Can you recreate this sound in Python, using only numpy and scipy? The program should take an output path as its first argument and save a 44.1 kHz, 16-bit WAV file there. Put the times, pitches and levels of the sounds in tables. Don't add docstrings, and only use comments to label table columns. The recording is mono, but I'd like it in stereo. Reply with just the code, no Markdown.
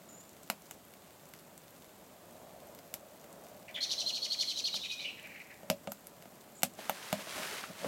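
import sys
import numpy as np
from scipy import signal
from scipy.fft import rfft, irfft, next_fast_len
from scipy.io import wavfile
from scipy.ndimage import map_coordinates

SR = 44100
rng = np.random.default_rng(int(sys.argv[2]) if len(sys.argv) > 2 else 0)


def wav_record(signal):
    frames = np.transpose(np.atleast_2d(signal))
    bounded = np.clip(frames, -1, 1)
    quanta = np.round(bounded * 32767).astype(np.int16)
    wavfile.write(sys.argv[1], SR, quanta)


N = 347067



def amp(db):
    return 10 ** (np.asarray(db) / 20)


def unit(x):
    return x / np.sqrt(np.mean(x ** 2) + 1e-20)


def along(points, hz):
    point_hz, values = np.transpose(points)
    return np.interp(np.log(hz + 1), np.log(point_hz + 1), values)


def curves(rows):
    times, *columns = np.transpose(rows)
    return [np.interp(np.arange(N) / SR, times, column) for column in columns]


def wobble(rate, size=N):
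    knots = rng.standard_normal(int(size * rate / SR) + 4)
    return map_coordinates(knots, [np.arange(size) * rate / SR])


def add(track, s, x):
    part = track[round(s * SR):][:len(x)]
    part += x[:len(part)]


def noise(spectrum, size=N):
    m = next_fast_len(size)
    gain = amp(along(spectrum, np.fft.rfftfreq(m, 1 / SR)))
    return unit(irfft(rfft(rng.standard_normal(m)) * gain, m)[:size])


def causal(gain_db, size=2048):
    cepstrum = irfft(np.log(amp(gain_db(np.fft.rfftfreq(size, 1 / SR))) + 1e-6))
    cepstrum[1:size // 2] *= 2
    cepstrum[size // 2 + 1:] = 0
    click = irfft(np.exp(rfft(cepstrum)))
    return click / np.linalg.norm(click)


def tail(t60, size):
    hz, t, z = signal.stft(rng.standard_normal(size), SR, nperseg=256)
    decay_s = np.maximum(along(t60, hz), .01)[:, None]
    x = signal.istft(z * amp(-60 * t / decay_s), SR, nperseg=256)[1][:size]
    return x / np.linalg.norm(x)


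# (frequency [Hz], density [dB per Hz])
AIR_SPECTRUM = [(15, -47), (25, -13.5), (69, -13), (164, -1.5), (349, 1), (482, 0), (537, 1), (1410, -9.5),
                (15500, -15.5)]


def air(level_db):
    return amp(level_db) * np.array([noise(AIR_SPECTRUM), noise(AIR_SPECTRUM)])


# (time [s], level [dB])
DRAUGHT_PULL = [(0.0, -63.5), (0.57, -70), (0.75, -64.5), (1.69, -67.5), (2.57, -56), (2.89, -61),
                (4.19, -55.5), (4.5, -63.5), (6.6, -66)]
# (frequency [Hz], density [dB per Hz])
FLAME_SPECTRUM = [(20, -36.5), (40, -23), (80, -6.5), (125, -6.5), (165, 1), (250, -2), (400, -4.5),
                  (700, -7), (1100, -10.5), (2000, -20), (5000, -36)]
# (frequency [Hz], density [dB per Hz])
DRAUGHT_SPECTRUM = [(200, -25), (480, -11), (565, 1.5), (630, 2.5), (720, -4), (850, -10.5), (1300, -22.5),
                    (2500, -37)]
# (frequency [Hz], density [dB per Hz])
FIZZ_SPECTRUM = [(800, 2), (2000, -1.5), (3500, -2.5), (5500, -6), (7500, -1), (10000, -7), (13000, -2),
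                 (16000, -5.5)]
FLAME_FOLLOWS = 0.14


def flames(flame_db, draught_db, fizz_db):
    pull, = curves(DRAUGHT_PULL)
    flutter = wobble(14)
    flame_level = flame_db + FLAME_FOLLOWS * (pull - pull.mean()) + 0.68 * flutter + 0.77 * wobble(40)
    roar = amp(flame_level) * noise(FLAME_SPECTRUM)
    hollow = amp(pull + draught_db + 1.4 * flutter) * noise(DRAUGHT_SPECTRUM)
    fizz = amp(fizz_db + 0.22 * wobble(6) + 1.1 * wobble(300)) * noise(FIZZ_SPECTRUM)
    return roar + hollow + fizz


def tearing(t60, size=400):
    tear = rng.standard_normal(size) * amp(-60 * np.arange(size) / SR / t60)
    even = causal(lambda hz: -20 * np.log10(abs(rfft(tear, 2 * len(hz) - 2)) + 1e-9))
    tear = np.convolve(tear, even)[:size]
    return tear / np.linalg.norm(tear)


# (frequency [Hz], decay time T60 [s])
BOX_DECAY = [(200, 0.2), (1000, 0.077), (4000, 0.11), (15000, 0.089)]


def in_stove(x, wall_s=0.001393, wall_db=-4, tail_db=-5, size=6000):
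    onset = np.minimum(np.arange(size) / SR / .002, 1)
    echoes = amp(tail_db) * tail(BOX_DECAY, size) * onset
    echoes[0] += 1
    add(echoes, wall_s, np.array([amp(wall_db)]))
    return signal.fftconvolve(x, echoes)


# (time [s], level [dB], peak frequency [Hz])
CLEAR_TICKS = [(0.293, -37, 6870), (0.4324, -36, 7530), (0.621, -41, 6850), (0.9378, -36.5, 2260),
               (1.2556, -41, 6500), (1.3375, -30.5, 2060), (1.578, -32.5, 8140), (1.8221, -39.5, 3480),
               (2.6723, -40, 12600), (2.7492, -34, 15100), (2.7894, -35.5, 4580), (3.2428, -38, 2300),
               (3.328, -36, 8340), (3.4679, -39, 2500), (5.2732, -36, 2340), (6.07, -27.5, 11050),
               (6.224, -35, 2470), (6.2911, -45, 12900), (6.7371, -39, 7450)]
# (frequency [Hz], gain [dB])
CRACK_SPECTRUM = [(100, -47), (400, -22), (1500, -5.5), (2700, -5), (4000, -6.5), (6000, -3), (8000, -2.5),
                  (10000, -4.5), (12500, 1.5), (16000, -10.5)]


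def embers(clear_db, tick_db, scatter_db, limit_db, count=400):
    when, size, pitch = rng.random((count, 3)).T
    tiny_db = tick_db + np.minimum(-scatter_db * np.log(size + 1e-9), limit_db)
    tiny = zip(when * (N - 1) / SR, tiny_db, 2200 * 6.5 ** pitch)
    clear = [(s, db + clear_db, hz) for s, db, hz in CLEAR_TICKS]
    out = np.zeros(N)
    for s, db, tick_hz in [*clear, *tiny]:
        click = causal(lambda hz: along(CRACK_SPECTRUM, hz) + 10 / (1 + ((hz - tick_hz) / 1300) ** 2), size=128)
        add(out, s, amp(db) * np.convolve(click, tearing(t60=0.0019, size=100)))
    return in_stove(out)[:N]


# (frequency [Hz], level [dB], decay time T60 [s])
FIREBOX_MODES = [(107, -12.5, 0.18), (179.6, -4.5, 0.117), (202.2, -1, 0.19), (246, -4.5, 0.18),
                 (565, 0.5, 0.15), (628, 3, 0.11), (699, 1, 0.057), (761.6, -22, 0.31), (836, -15.5, 0.059),
                 (1040, -22, 0.05), (1230, -14.5, 0.082)]


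def firebox(scatter_db, size=11025):
    t = np.arange(size) / SR
    ring = np.zeros(size)
    for hz, db, t60 in FIREBOX_MODES:
        level = db + scatter_db * rng.standard_normal() - 60 * t / t60
        ring += amp(level) * np.sin(2 * np.pi * hz * t + rng.uniform(-0.88, 1))
    ring *= 1 - np.exp(-t / 0.00058)
    ring = signal.sosfilt(signal.butter(2, 110, "high", fs=SR, output="sos"), ring)
    return ring / np.linalg.norm(ring)


# (time before lag [s], crack level [dB], boom over crack [dB], knock over crack [dB],
# splinter frequency [Hz], ring of the log [Hz])
WOOD_POPS = [(0.4994, -13.5, -24, -16, 5000, 1000), (0.7099, -26, -36, -21.5, 7160, 1400),
             (2.9394, -18, -32, -33, 13800, 750), (4.7421, -30, -18.5, -13, 5240, 1100),
             (5.6314, -45.5, 1.5, -15.5, 6940, 650), (5.6998, -12.5, -10.5, -14, 5300, 600),
             (5.8728, -37.5, 5, -2.5, 7660, 750), (5.9187, -21.5, -30.5, -22, 12500, 1400),
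             (6.2554, -52, 4, -3.5, 13700, 650), (6.6203, -32, -30, -17, 7500, 2800),
             (6.6319, -5.5, -26, -23.5, 7920, 720), (6.895, -15.5, -17, -12, 14400, 850),
             (7.1272, -17.5, -9.5, -13, 7580, 650)]
# (frequency [Hz], gain [dB])
KNOCK_SPECTRUM = [(30, -25), (60, -12.5), (100, -12), (220, -2.5), (400, -8), (750, 6), (1100, 3),
                  (1800, -4.5), (2700, 2), (3600, -7), (6000, -12.5), (16000, -32.5)]
SPLINTER_WIDTH_HZ = 800
LOG_RING_DB, LOG_RING_WIDTH = 5.5, .22


def pops(crack_db, knock_db, boom_db, splinter_db, lag_s):
    out = np.zeros(N)
    for s, db, boom, knock, splinter_hz, log_hz in WOOD_POPS:
        def crack_gain(hz):
            peak = 1 + ((hz - splinter_hz) / SPLINTER_WIDTH_HZ) ** 2
            return along(CRACK_SPECTRUM, hz) + splinter_db / peak

        def knock_gain(hz):
            peak = 1 + ((hz / log_hz - 1) / LOG_RING_WIDTH) ** 2
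            return along(KNOCK_SPECTRUM, hz) + LOG_RING_DB / peak

        click = amp(crack_db) * signal.fftconvolve(causal(crack_gain), tearing(t60=0.0058))
        thud = signal.lfilter([.8, -1.75, 1], [1, -1.75, .8], causal(knock_gain))
        add(click, 0, amp(knock + knock_db) * thud)
        add(out, s + lag_s, amp(db) * in_stove(click))
        add(out, s + lag_s, amp(db + boom + boom_db) * firebox(scatter_db=4.5))
    return out


ATTACK_S, RELEASE_S = .0025, .006


def gate(t):
    return np.clip(t / ATTACK_S, 0, 1) * np.clip((t[-1] - t) / RELEASE_S, 0, 1)


# (time [s], length [s], mid pitch [Hz], swing either way [Hz],
# quaver period [s], level [dB])
SMALL_BIRD_CALLS = [(0.087, .15, 7060, 170, .055, -56.5), (5.89, 0.048, 7550, 650, .027, -58),
                    (6.549, .058, 7400, 650, 0.022, -57.5)]


def thin_calls(level_db, trough_db):
    out = np.zeros(N)
    for s, length, pitch_hz, swing_hz, period, db in SMALL_BIRD_CALLS:
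        t = np.arange(round(length * SR)) / SR
        low = np.cos(2 * np.pi * t / period)
        hz = (pitch_hz - swing_hz * low) * (1 + .018 * wobble(400, len(t)))
        level = db + level_db + trough_db * low + 2.4 * wobble(152.6, len(t))
        add(out, s, gate(t) * amp(level) * np.sin(2 * np.pi * np.cumsum(hz) / SR))
    return out


# (frequency [Hz], decay time T60 [s])
WOODS_DECAY = [(1000, 0.98), (2500, 0.66), (5000, 0.58), (12000, 0.86)]


def woods(x, near_db, far_db):
    near = tail([(1000, 0.035)], size=6000)
    far = tail(WOODS_DECAY, size=30000)
    smeared = amp(near_db) * signal.fftconvolve(x, near)[:N]
    lingering = amp(far_db) * signal.fftconvolve(x, far)[:N]
    return x + smeared + lingering


def syrinx(hz, jitter, second=0):
    n = len(hz)
    unsteady_hz = hz * (1 + jitter * wobble(1100, n) + 0.013 * wobble(111.4, n))
    phase = 2 * np.pi * np.cumsum(unsteady_hz) / SR
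    overtones = amp(-27.0) * np.sin(2 * phase) + amp(-29.5) * np.sin(3 * phase)
    voice = np.sin(phase) + second * np.sin(.77 * phase) + overtones
    return amp(2.8 * wobble(357, n)) * voice


# (time [s], length [s], starting pitch [Hz], level [dB],
# pitch jitter [share])
RATTLE_CLUCKS = [(3.676, 0.041, 2200, -49, .14), (3.741, 0.0537, 3400, -41, .07),
                 (3.757, .046, 2200, -45, .12), (4.834, .037, 2626, -45, 0.0465),
                 (4.892, 0.0622, 2537, -46, 0.025), (4.992, 0.08, 2400, -46.5, .04),
                 (5.039, 0.0755, 2820, -41, 0.102), (5.17, 0.05, 2317, -52, .14),
                 (5.23, 0.053, 2355, -49.5, 0.14), (5.288, 0.049, 2300, -52.5, 0.14),
                 (5.337, .054, 2250, -50, 0.15), (5.393, 0.0346, 2320, -47.5, .08),
                 (5.495, 0.042, 2037, -53.5, 0.153)]
# (frequency [Hz], density [dB per Hz])
SCREECH_SPECTRUM = [(1500, -34), (2700, -32), (3400, -8), (4100, 1), (5000, -4.5), (5900, -3.5),
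                    (7000, -14.5), (8500, -23), (10000, -23), (13000, -30), (16000, -39)]
CLUCK_FADE_DB, CLUCK_SAG = 7.5, .06
CLUCK_SWELL_S = 0.0065


def clucks(level_db, screech_db):
    out = np.zeros(N)
    for s, length, pitch_hz, db, jitter in RATTLE_CLUCKS:
        t = np.arange(round(length * SR)) / SR
        spent = (t / length) ** 2
        voice = syrinx(pitch_hz * (1 - CLUCK_SAG * spent), jitter)
        voice = voice + amp(screech_db) * noise(SCREECH_SPECTRUM, len(t))
        swell = 1 - np.exp(-t / CLUCK_SWELL_S)
        add(out, s, gate(t) * swell * amp(db + level_db - CLUCK_FADE_DB * spent) * voice)
    return out


# (time [s], held pitch [Hz], whistle level [dB], screech level [dB],
# pitch lost in the fall [share])
ALARM_SHRIEKS = [(3.805, 4175, -35.5, -31, .38), (3.891, 4120, -38.5, -29.5, .42),
                 (3.978, 4180, -36.5, -32, .42), (4.061, 4231, -33, -33, .42),
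                 (4.134, 4250, -38, -34.5, .46), (4.218, 4330, -36.5, -34, .5),
                 (4.301, 4380, -35.5, -34.5, .45), (4.386, 4276, -31.5, -30.5, .52),
                 (4.475, 4220, -34.5, -33.5, .42), (4.558, 4030, -39, -32.5, .48),
                 (4.639, 4370, -33.5, -33.5, .5), (4.727, 4076, -38, -33.5, .45),
                 (4.816, 3850, -40, -43, .36), (4.888, 3883, -42, -40.5, .15),
                 (4.978, 3910, -43.5, -46, .08)]
SHRIEK_S, TIRES_AT_S, LENGTHENS = .055, 4.76, .09
SCOOP, SCOOP_S = 0.0816, 0.00404
SCREECH_AT, SCREECH_RISE_DB, SCREECH_FALL_DB = .57, 33, 18.5
BREAK_AT, FALL_FADE_DB = .43, 13
HOARSE_HELD, HOARSE_BROKEN, HOARSE_FALLEN = .016, .045, .06


def shrieks(whistle_db, screech_db, second_db):
    out = np.zeros(N)
    for s, pitch_hz, whistle, screech, fall in ALARM_SHRIEKS:
        length = SHRIEK_S + LENGTHENS * max(s - TIRES_AT_S, 0)
        t = np.arange(round(length * SR)) / SR
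        progress = (t / length) ** np.exp(0.099 * rng.standard_normal())
        fallen = np.sin(np.pi / 2 * np.clip((progress - BREAK_AT) / (1 - BREAK_AT), 0, 1)) ** 2
        hz = pitch_hz * (1 - SCOOP * np.exp(-t / SCOOP_S) - fall * fallen)
        second = amp(second_db) * np.exp(-((progress - .33) / 0.11) ** 2)
        past_peak = progress - SCREECH_AT
        harsh_db = -np.maximum(-SCREECH_RISE_DB * past_peak, SCREECH_FALL_DB * past_peak)
        jitter = HOARSE_HELD + HOARSE_BROKEN * amp(harsh_db) + HOARSE_FALLEN * fallen
        voice = syrinx(hz, jitter, second)
        add(out, s, gate(t) * amp(whistle + whistle_db - FALL_FADE_DB * fallen) * voice)
        level = screech + screech_db + harsh_db + 1.56 * wobble(605, len(t))
        add(out, s, gate(t) * amp(level) * noise(SCREECH_SPECTRUM, len(t)))
    return out


# (time [s], level [dB])
ARM_SLIDE = [(6.76, -66), (6.795, -51.5), (6.88, -49.5), (7.06, -49), (7.25, -47), (7.41, -41.5),
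             (7.58, -45), (7.73, -55.5), (7.87, -46.5)]
# (frequency [Hz], density [dB per Hz])
SLEEVE_SPECTRUM = [(59, -44), (100, -16), (202, -8), (335, -10.5), (365, -5), (621, -5.5), (818, -4),
                   (1280, -4), (1680, -4), (11900, -16), (16000, -24)]


def sleeve(level_db):
    slide, = curves(ARM_SLIDE)
    moving = np.arange(N) / SR > ARM_SLIDE[0][0]
    grains = amp(0.92 * wobble(35) + 1.1 * wobble(700))
    return moving * amp(slide + level_db) * unit(noise(SLEEVE_SPECTRUM) * grains)


SNAGS_PER_S = 260


def snags(level_db, scatter_db):
    slide, = curves(ARM_SLIDE)
    moving = np.arange(N) / SR > ARM_SLIDE[0][0]
    slips = (rng.random(N) < SNAGS_PER_S / SR) * amp(scatter_db * rng.standard_normal(N))
    spectrum = [(500, -24), (2000, -3), (3800, -2), (6000, -8), (16000, -22)]
    tick = np.convolve(causal(lambda hz: along(spectrum, hz), size=256), tearing(t60=0.0055))
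    return moving * amp(slide + level_db) * unit(signal.fftconvolve(slips, tick)[:N])


# (time [s], level [dB], centre frequency [Hz])
REACH_KNOCKS = [(6.789, -37.5, 660), (7.272, -39, 442), (7.308, -41, 3800), (7.363, -38, 210),
                (7.524, -36.5, 424), (7.582, -38.5, 1910), (7.638, -33, 1400), (7.845, -27, 620)]


def reach_knocks(level_db):
    out = np.zeros(N)
    t = np.arange(SR // 10) / SR
    for s, db, hz in REACH_KNOCKS:
        spectrum = [(hz / 3, -28), (hz / 1.36, -5), (hz, 0), (hz * 1.18, -5), (hz * 3, -20), (hz * 9, -42)]
        add(out, s, amp(db + level_db) * noise(spectrum, len(t)) * amp(-60 * t / 0.053))
    return out


# (time of the peak [s], half width at 1/e [s], level [dB])
REACH_RUBS = [(6.793, 0.0133, -49.5), (7.2, .035, -50), (7.4, .035, -44), (7.705, 0.016, -44),
              (7.875, .045, -38.5)]


def rubs(level_db):
    clock = np.arange(N) / SR
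    scrape = noise([(30, -30), (100, -1), (170, 2), (330, 2.0), (700, 2.5), (3000, -10)])
    pressure = sum(amp(db + level_db) * np.exp(-((clock - s) / width) ** 2) for s, width, db in REACH_RUBS)
    return pressure * unit(signal.fftconvolve(scrape, firebox(scatter_db=1.0))[:N])


def scene():
    fire = flames(flame_db=-60, draught_db=0, fizz_db=-62.0)
    fire = fire + embers(clear_db=4, tick_db=-47.5, scatter_db=4.5, limit_db=11.0)
    fire = fire + pops(crack_db=4.5, knock_db=21.5, boom_db=23.0, splinter_db=6.5, lag_s=.0008)
    birds = thin_calls(level_db=-2.0, trough_db=2) + clucks(level_db=3.5, screech_db=-20)
    birds = birds + shrieks(whistle_db=1.2, screech_db=-3.3, second_db=-6)
    reach = sleeve(level_db=0.5) + snags(level_db=-8.5, scatter_db=4)
    reach = reach + reach_knocks(level_db=-3.0) + rubs(level_db=0)
    front = fire + woods(birds, near_db=-9, far_db=-3.2) + reach
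    return front + air(level_db=-61.5)


LOW_CUT_HZ, TOP_HZ = 44, 16100


def record(dry):
    thinned = signal.sosfilt(signal.butter(2, LOW_CUT_HZ, "high", fs=SR, output="sos"), dry)
    m = next_fast_len(N + SR // 2)
    passed = np.fft.rfftfreq(m, 1 / SR) < TOP_HZ
    return irfft(rfft(thinned, m) * passed, m)[:, :N]


dry = scene()
out = record(dry)
wav_record(out)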